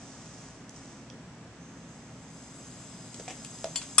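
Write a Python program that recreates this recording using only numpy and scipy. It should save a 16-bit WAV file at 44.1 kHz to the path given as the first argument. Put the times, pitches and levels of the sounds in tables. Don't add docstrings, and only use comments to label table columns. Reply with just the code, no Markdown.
import sys
import numpy as np
from scipy import signal
from scipy.fft import rfft, irfft
from scipy.io import wavfile
from scipy.ndimage import uniform_filter1d

SR = 44100
rng = np.random.default_rng(int(sys.argv[2]) if len(sys.argv) > 2 else 0)


def put_to_file(sound):
    columns = np.atleast_2d(sound).T
    safe = np.clip(columns, -1, 1)
    whole_steps = np.round(safe * 32767)
    wavfile.write(sys.argv[1], SR, whole_steps.astype(np.int16))


N = 176400


def undb(db):
    return 10 ** (np.asarray(db) / 20)


def unit(x):
    return x / np.sqrt(np.mean(x ** 2))


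def times():
    return np.arange(N) / SR


def curve(points):
    return undb(np.interp(times(), *np.array(points).T))


def fade(start, fade_s):
    age = times() - start
    return (age >= 0) * np.exp(-np.log(1000) * np.maximum(age, 0) / fade_s)


def wander(per_s):
    hold = int(SR / per_s)
    steps = rng.standard_normal(N)[np.arange(N) // hold]
    return unit(uniform_filter1d(uniform_filter1d(steps, hold), hold))


def tone_gains(points):
    hz, db = np.array(points).T
    all_hz = np.arange(N // 2 + 1) * SR / N
    return undb(np.interp(np.log(all_hz + 1e-9), np.log(hz), db))


def colour(x, points):
    cepstrum = irfft(np.log(tone_gains(points)), N)
    cepstrum[1:N // 2] *= 2
    cepstrum[N // 2:] = 0
    response = irfft(np.exp(rfft(cepstrum)), N)[:N // 10]
    return signal.fftconvolve(x, response[None], axes=1)[:, :x.shape[1]]


def resonate(x, hz, width_hz):
    b, a = signal.iirpeak(hz, hz / width_hz / np.sqrt(2), fs=SR)
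    return signal.lfilter(b, a, signal.lfilter(b, a, x))


def spread(pair, widths):
    width = tone_gains(widths)
    shared, difference = rfft(pair[0]), rfft(pair[1]) * width
    return irfft(np.array([shared + difference, shared - difference]) / np.sqrt(1 + width ** 2), N)


def pan(db):
    return undb(np.array([[db], [-db]]) / 2)


# (frequency [Hz], difference over shared part [dB])
NEAR_WIDTH = [(100, -35), (700, -60), (1300, -34), (2000, -40), (3000, -17), (4200, 1), (5200, -5),
              (5900, 4), (6500, -16), (7600, -18), (8500, 0.5), (10500, 2.5)]

def noise(widths=NEAR_WIDTH):
    return spread(rng.standard_normal((2, N)), widths)


def pops(per_s, unevenness_db):
    hits = rng.random((2, N)) < per_s / SR
    sizes = undb(unevenness_db * np.minimum(rng.exponential(size=(2, N)), 2 * np.pi))
    return spread(hits * sizes * rng.choice([-1, 1], (2, N)), NEAR_WIDTH)


# (frequency [Hz], difference over shared part [dB])
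ROOM_WIDTH = [(30, -15), (60, -17.5), (130, -20), (330, -20.5), (590, -15), (1050, -11), (1850, -5.5),
              (3280, -1), (5810, 1), (10300, 1)]
# (frequency [Hz], level [dB])
RUSH_TONE = [(15, -80), (25, -26), (59, -8), (75, -7), (86, -12.5), (103, -8), (124, -5), (172, -3),
             (201, -6.5), (224, -5), (265, -5.5), (305, -11.5), (384, -16.5), (690, -20), (1000, -24),
             (1300, -34), (2200, -120)]
AIR_TONE = [(900, -40), (1100, 3.5), (1700, 2.5), (2100, -1), (3000, -5), (4000, -10.5), (6000, -12),
            (7500, -11.5), (9000, -17.5), (10800, -20.5)]
# (pitch [Hz], level [dB])
HUM_NOTES = [(120, -46.5), (162, -48.5), (233, -55.5), (272, -51)]

def ventilation():
    rush = undb(-39) * unit(colour(noise(ROOM_WIDTH), RUSH_TONE))
    hum = sum(undb(db) * np.sqrt(2) * np.sin(2 * np.pi * hz * times() + 1.32 * wander(per_s=6))
              for hz, db in HUM_NOTES)
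    air = undb(-54) * unit(colour(noise(ROOM_WIDTH), [(500, -47)] + AIR_TONE))
    whine = undb(-75.5) * unit(resonate(noise(ROOM_WIDTH), hz=7780, width_hz=150))
    return rush + hum + air + whine


# (start [s], length [s], level [dB])
SCOOP_STROKES = [(-.1, 0.56, -51.5), (0.72, 0.2, -54.5)]
# (frequency [Hz], level [dB])
GRAIN_TONE = [(1000, 1.5), (2000, -5), (4000, -8.5), (5000, -5), (6500, -2.5), (7600, -3), (8500, -7.5),
              (10500, -14.5)]

def scooping():
    rise_s, trickle_s = 0.034, 0.14
    flow = 0
    for start, length, db in SCOOP_STROKES:
        age = times() - start
        rise = np.clip(age / rise_s, 0, 1)
        trickle = np.exp(-np.maximum(age - length, 0) / trickle_s)
        flow += undb(db) * rise * trickle
    return flow * unit(colour(pops(per_s=9000, unevenness_db=2.5), GRAIN_TONE))


# (time [s], relative level [dB], middle pitch [Hz], width [octaves], fade time [s])
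TAPS_AND_WASH = [(0.694, -46, 7000, 0.72, .012), (.7622, -56, 6540, 0.24, 0.011),
                 (1.1, -50, 4200, 0.6, 0.008), (3.1436, -43, 3140, 1.4, 0.022),
                 (3.1973, -48.5, 2570, 0.8, 0.033), (3.1977, -40, 414, 0.47, 0.062),
                 (3.3066, -48, 504, 0.46, 0.04), (3.4203, -43, 550, 0.28, 0.038),
                 (3.4478, -38.5, 7350, 0.48, 0.016), (3.4485, -47, 2860, 0.2, 0.037),
                 (3.815, -43.5, 1650, 1.6, 0.12)]

def taps_and_wash():
    out, hz = 0, np.geomspace(100, 16000, 30)
    for start, db, middle_hz, octaves, fade_s in TAPS_AND_WASH:
        band_db = -10 * np.log10(1 + (np.log2(hz / middle_hz) / octaves) ** 4)
        band = unit(colour(noise(), np.c_[hz, band_db]))
        out += undb(db + 6) * band * fade(start, fade_s)
    return out


# (time [s], level [dB], pitch [Hz], fade time [s])
RIM_PINGS = [(0.694, -45, 6000, 0.019), (0.7617, -47, 5870, 0.027), (1.101, -43, 5640, 0.0091),
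             (1.1013, -39.5, 3290, 0.012), (1.1013, -43, 2600, 0.0073)]

def rim_pings():
    return sum(undb(db) * np.sin(2 * np.pi * hz * (times() - start)) * fade(start, fade_s)
               for start, db, hz, fade_s in RIM_PINGS)


# (time [s], level [dB])
FIZZ_STRENGTH = [(1.55, -78), (1.7, -65.5), (2.1, -62.5), (2.4, -55.5), (2.7, -52.5), (3.1, -51.5),
                 (3.5, -50), (4.0, -49)]
# (pitch [Hz], width [Hz], relative level [dB])
FLASK_NOTES = [(3450, 310, -9), (4830, 200, -2.5), (5176, 66, 3), (6410, 510, 0), (7370, 590, 1),
               (7770, 320, 2.5), (8720, 360, -5), (9500, 320, -5), (10530, 380, 1.5)]
# (frequency [Hz], level [dB])
SPRAY_TONE = [(2500, 6), (4300, 7), (4800, -1), (5700, 1), (7500, 0), (9000, -4), (11000, 1.5)]
SIZZLE, SIZZLE_HZ = [(1.55, -89), (1.63, -67), (2.1, -73), (2.7, -78), (3.2, -83)], 6320

def fizz():
    bubbles_per_s, unevenness_db = 6000, 2
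    bursts = pops(bubbles_per_s, unevenness_db)
    ring = 0
    for hz, width_hz, db in FLASK_NOTES:
        flicker_db = 1.6 * wander(per_s=24.83)
        ring += undb(db + flicker_db) * resonate(pops(bubbles_per_s, unevenness_db), hz, width_hz)
    spray = undb(-3.5) * unit(colour(bursts, SPRAY_TONE))
    foam = (unit(ring) + spray) * curve(FIZZ_STRENGTH)
    sizzle = unit(resonate(bursts, SIZZLE_HZ, width_hz=280)) * curve(SIZZLE)
    return (foam + sizzle) * undb(0.5 * wander(per_s=22))


def strike(hits, notes, crack_tone, ring_db, crack_db, crack_fade_s, crack_left_db):
    right_delay_s = 0.00004
    age = np.maximum(times()[:N // 10] - np.array([[0], [right_delay_s]]), 0)
    ring = 0
    for hz, db, fade_s, left_db in notes:
        decay = np.exp(-np.log(1000) * age / fade_s)
        ring += undb(db + ring_db) * pan(left_db) * np.sin(2 * np.pi * hz * age) * decay
    crack = unit(colour(noise(), crack_tone)) * pan(crack_left_db)
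    out = np.zeros((2, N))
    for start, db in hits:
        first = min(int(start * SR), N - 1)
        part = ring[:, :N - first]
        out[:, first:first + part.shape[1]] += undb(db) * part
        out += undb(db + crack_db) * crack * fade(start, crack_fade_s)
    return out


# (time [s], relative level [dB])
RATTLE_HITS = [(3.2797, -34), (3.2853, -60), (3.2936, -48.5), (3.3, -47), (3.3065, -40.5)]
# (pitch [Hz], relative level [dB], fade time [s], left over right [dB])
RATTLE_NOTES = [(500, -6, .03, 0), (720, 10, .055, 0), (1809, -12, .05, 0), (2150, -6, .04, 0),
                (2417, -5, .025, 0), (2940, -7, .035, 0)]
# (frequency [Hz], level [dB])
RATTLE_TONE = [(200, -12), (700, 4), (1350, -9), (2100, 2), (3000, -1.5), (3800, -7), (4350, -18),
               (4900, -8), (7500, -5), (10500, -25)]

def bottle_rattle():
    return strike(RATTLE_HITS, RATTLE_NOTES, RATTLE_TONE,
                  ring_db=-0.5, crack_db=-1.5, crack_fade_s=0.075, crack_left_db=0.5)


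# (time [s], relative level [dB])
KNOCK_HITS = [(3.6432, -31)]
# (pitch [Hz], relative level [dB], fade time [s], left over right [dB])
KNOCK_NOTES = [(485, -5.5, 0.054, 0), (576, 3, 0.079, 0), (645, 10, 0.078, 0)]
# (frequency [Hz], level [dB])
KNOCK_TONE = [(200, -10), (600, -3), (1000, 2), (1700, 2), (3500, -1), (5500, -2), (8000, -15), (10500, -7)]

def bottle_knock():
    return strike(KNOCK_HITS, KNOCK_NOTES, KNOCK_TONE,
                  ring_db=2.0, crack_db=3.5, crack_fade_s=0.018, crack_left_db=2.0)


# (time [s], relative level [dB])
CLINK_HITS = [(3.7585, -32)]
# (pitch [Hz], relative level [dB], fade time [s], left over right [dB])
CLINK_NOTES = [(2150, -9, .04, 0), (2455, -17, .14, 0), (2840, -5, .08, 4), (3402, -2.5, .11, -1),
               (4113, -15, .14, 2), (4490, 1.5, .12, 3), (5800, -9, .04, -7), (7273, 1, .105, 12),
               (8285, -7, .14, 4), (8899, -7, .09, 7), (10200, -4, .07, 9)]
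# (frequency [Hz], level [dB])
CLINK_TONE = [(400, 0.5), (1100, 5.5), (1700, -1), (2300, -2.5), (3000, 12), (3900, -4), (4600, 3),
              (5300, -2), (6300, -5), (8000, 1), (10500, -16)]

def spatula_clink():
    return strike(CLINK_HITS, CLINK_NOTES, CLINK_TONE,
                  ring_db=0.5, crack_db=7.5, crack_fade_s=0.034, crack_left_db=0.5)


# (time [s], relative level [dB])
CLANK_HITS = [(3.9818, -17.5), (3.9845, -24), (3.9935, -33)]
# (pitch [Hz], relative level [dB], fade time [s], left over right [dB])
CLANK_NOTES = [(1268, 3, 0.051, -1.5), (2490, -11, .12, 5), (3438, -8.5, 0.3, 0), (5090, -14, .08, -3),
               (5800, -14, 0.14, -5), (6440, -17, .07, -5), (7470, -11, 0.054, 4), (8266, -1, 0.076, 12),
               (9430, -8, .12, 12), (10094, -0.5, 0.049, 14)]
# (frequency [Hz], level [dB])
CLANK_TONE = [(300, -25), (900, -10.5), (1300, -0.5), (2000, -9), (3400, -4.5), (4600, -12), (5600, -6),
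              (6800, -11.5), (8000, -6), (10500, 1.5)]

def glass_clank():
    return strike(CLANK_HITS, CLANK_NOTES, CLANK_TONE,
                  ring_db=4.0, crack_db=9.5, crack_fade_s=0.07, crack_left_db=2.5)


def room(x):
    def tail(delay_s, fade_s):
        return unit(noise(ROOM_WIDTH) * fade(delay_s, fade_s)) / np.sqrt(N)
    wash = undb(-6) * tail(delay_s=0.0092, fade_s=0.16)
    echo = undb(-17.5) * tail(delay_s=0.055, fade_s=0.17)
    return x + signal.fftconvolve(x, wash + echo, axes=1)[:, :N]


def scene():
    putting_away = bottle_rattle() + bottle_knock() + spatula_clink() + glass_clank()
    return ventilation() + scooping() + fizz() + room(taps_and_wash() + rim_pings() + putting_away)


# (frequency [Hz], level [dB])
LEFT_MIC_TONE = [(100, -12.5), (3000, -2.5), (4500, -0.5), (5700, 1), (6600, 2), (7400, 4), (8300, 3),
                 (9600, -2), (10800, -12)]
RIGHT_MIC_TONE = [(100, -12.5), (3000, -2), (4500, 1), (5700, 6), (6600, 3.5), (7400, -5.5), (8300, -7),
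                  (9600, -5.5), (10800, -17.5)]

def record(dry):
    ceiling, top_hz = 2.5, 10900
    heard = np.vstack([colour(dry[:1], LEFT_MIC_TONE), colour(dry[1:], RIGHT_MIC_TONE)])
    rounded = ceiling * np.tanh(heard / ceiling)
    treble_cut = signal.ellip(10, 0.2, 85, top_hz, fs=SR, output="sos")
    return signal.sosfilt(treble_cut, rounded)


dry = scene()
out = record(dry)
put_to_file(out)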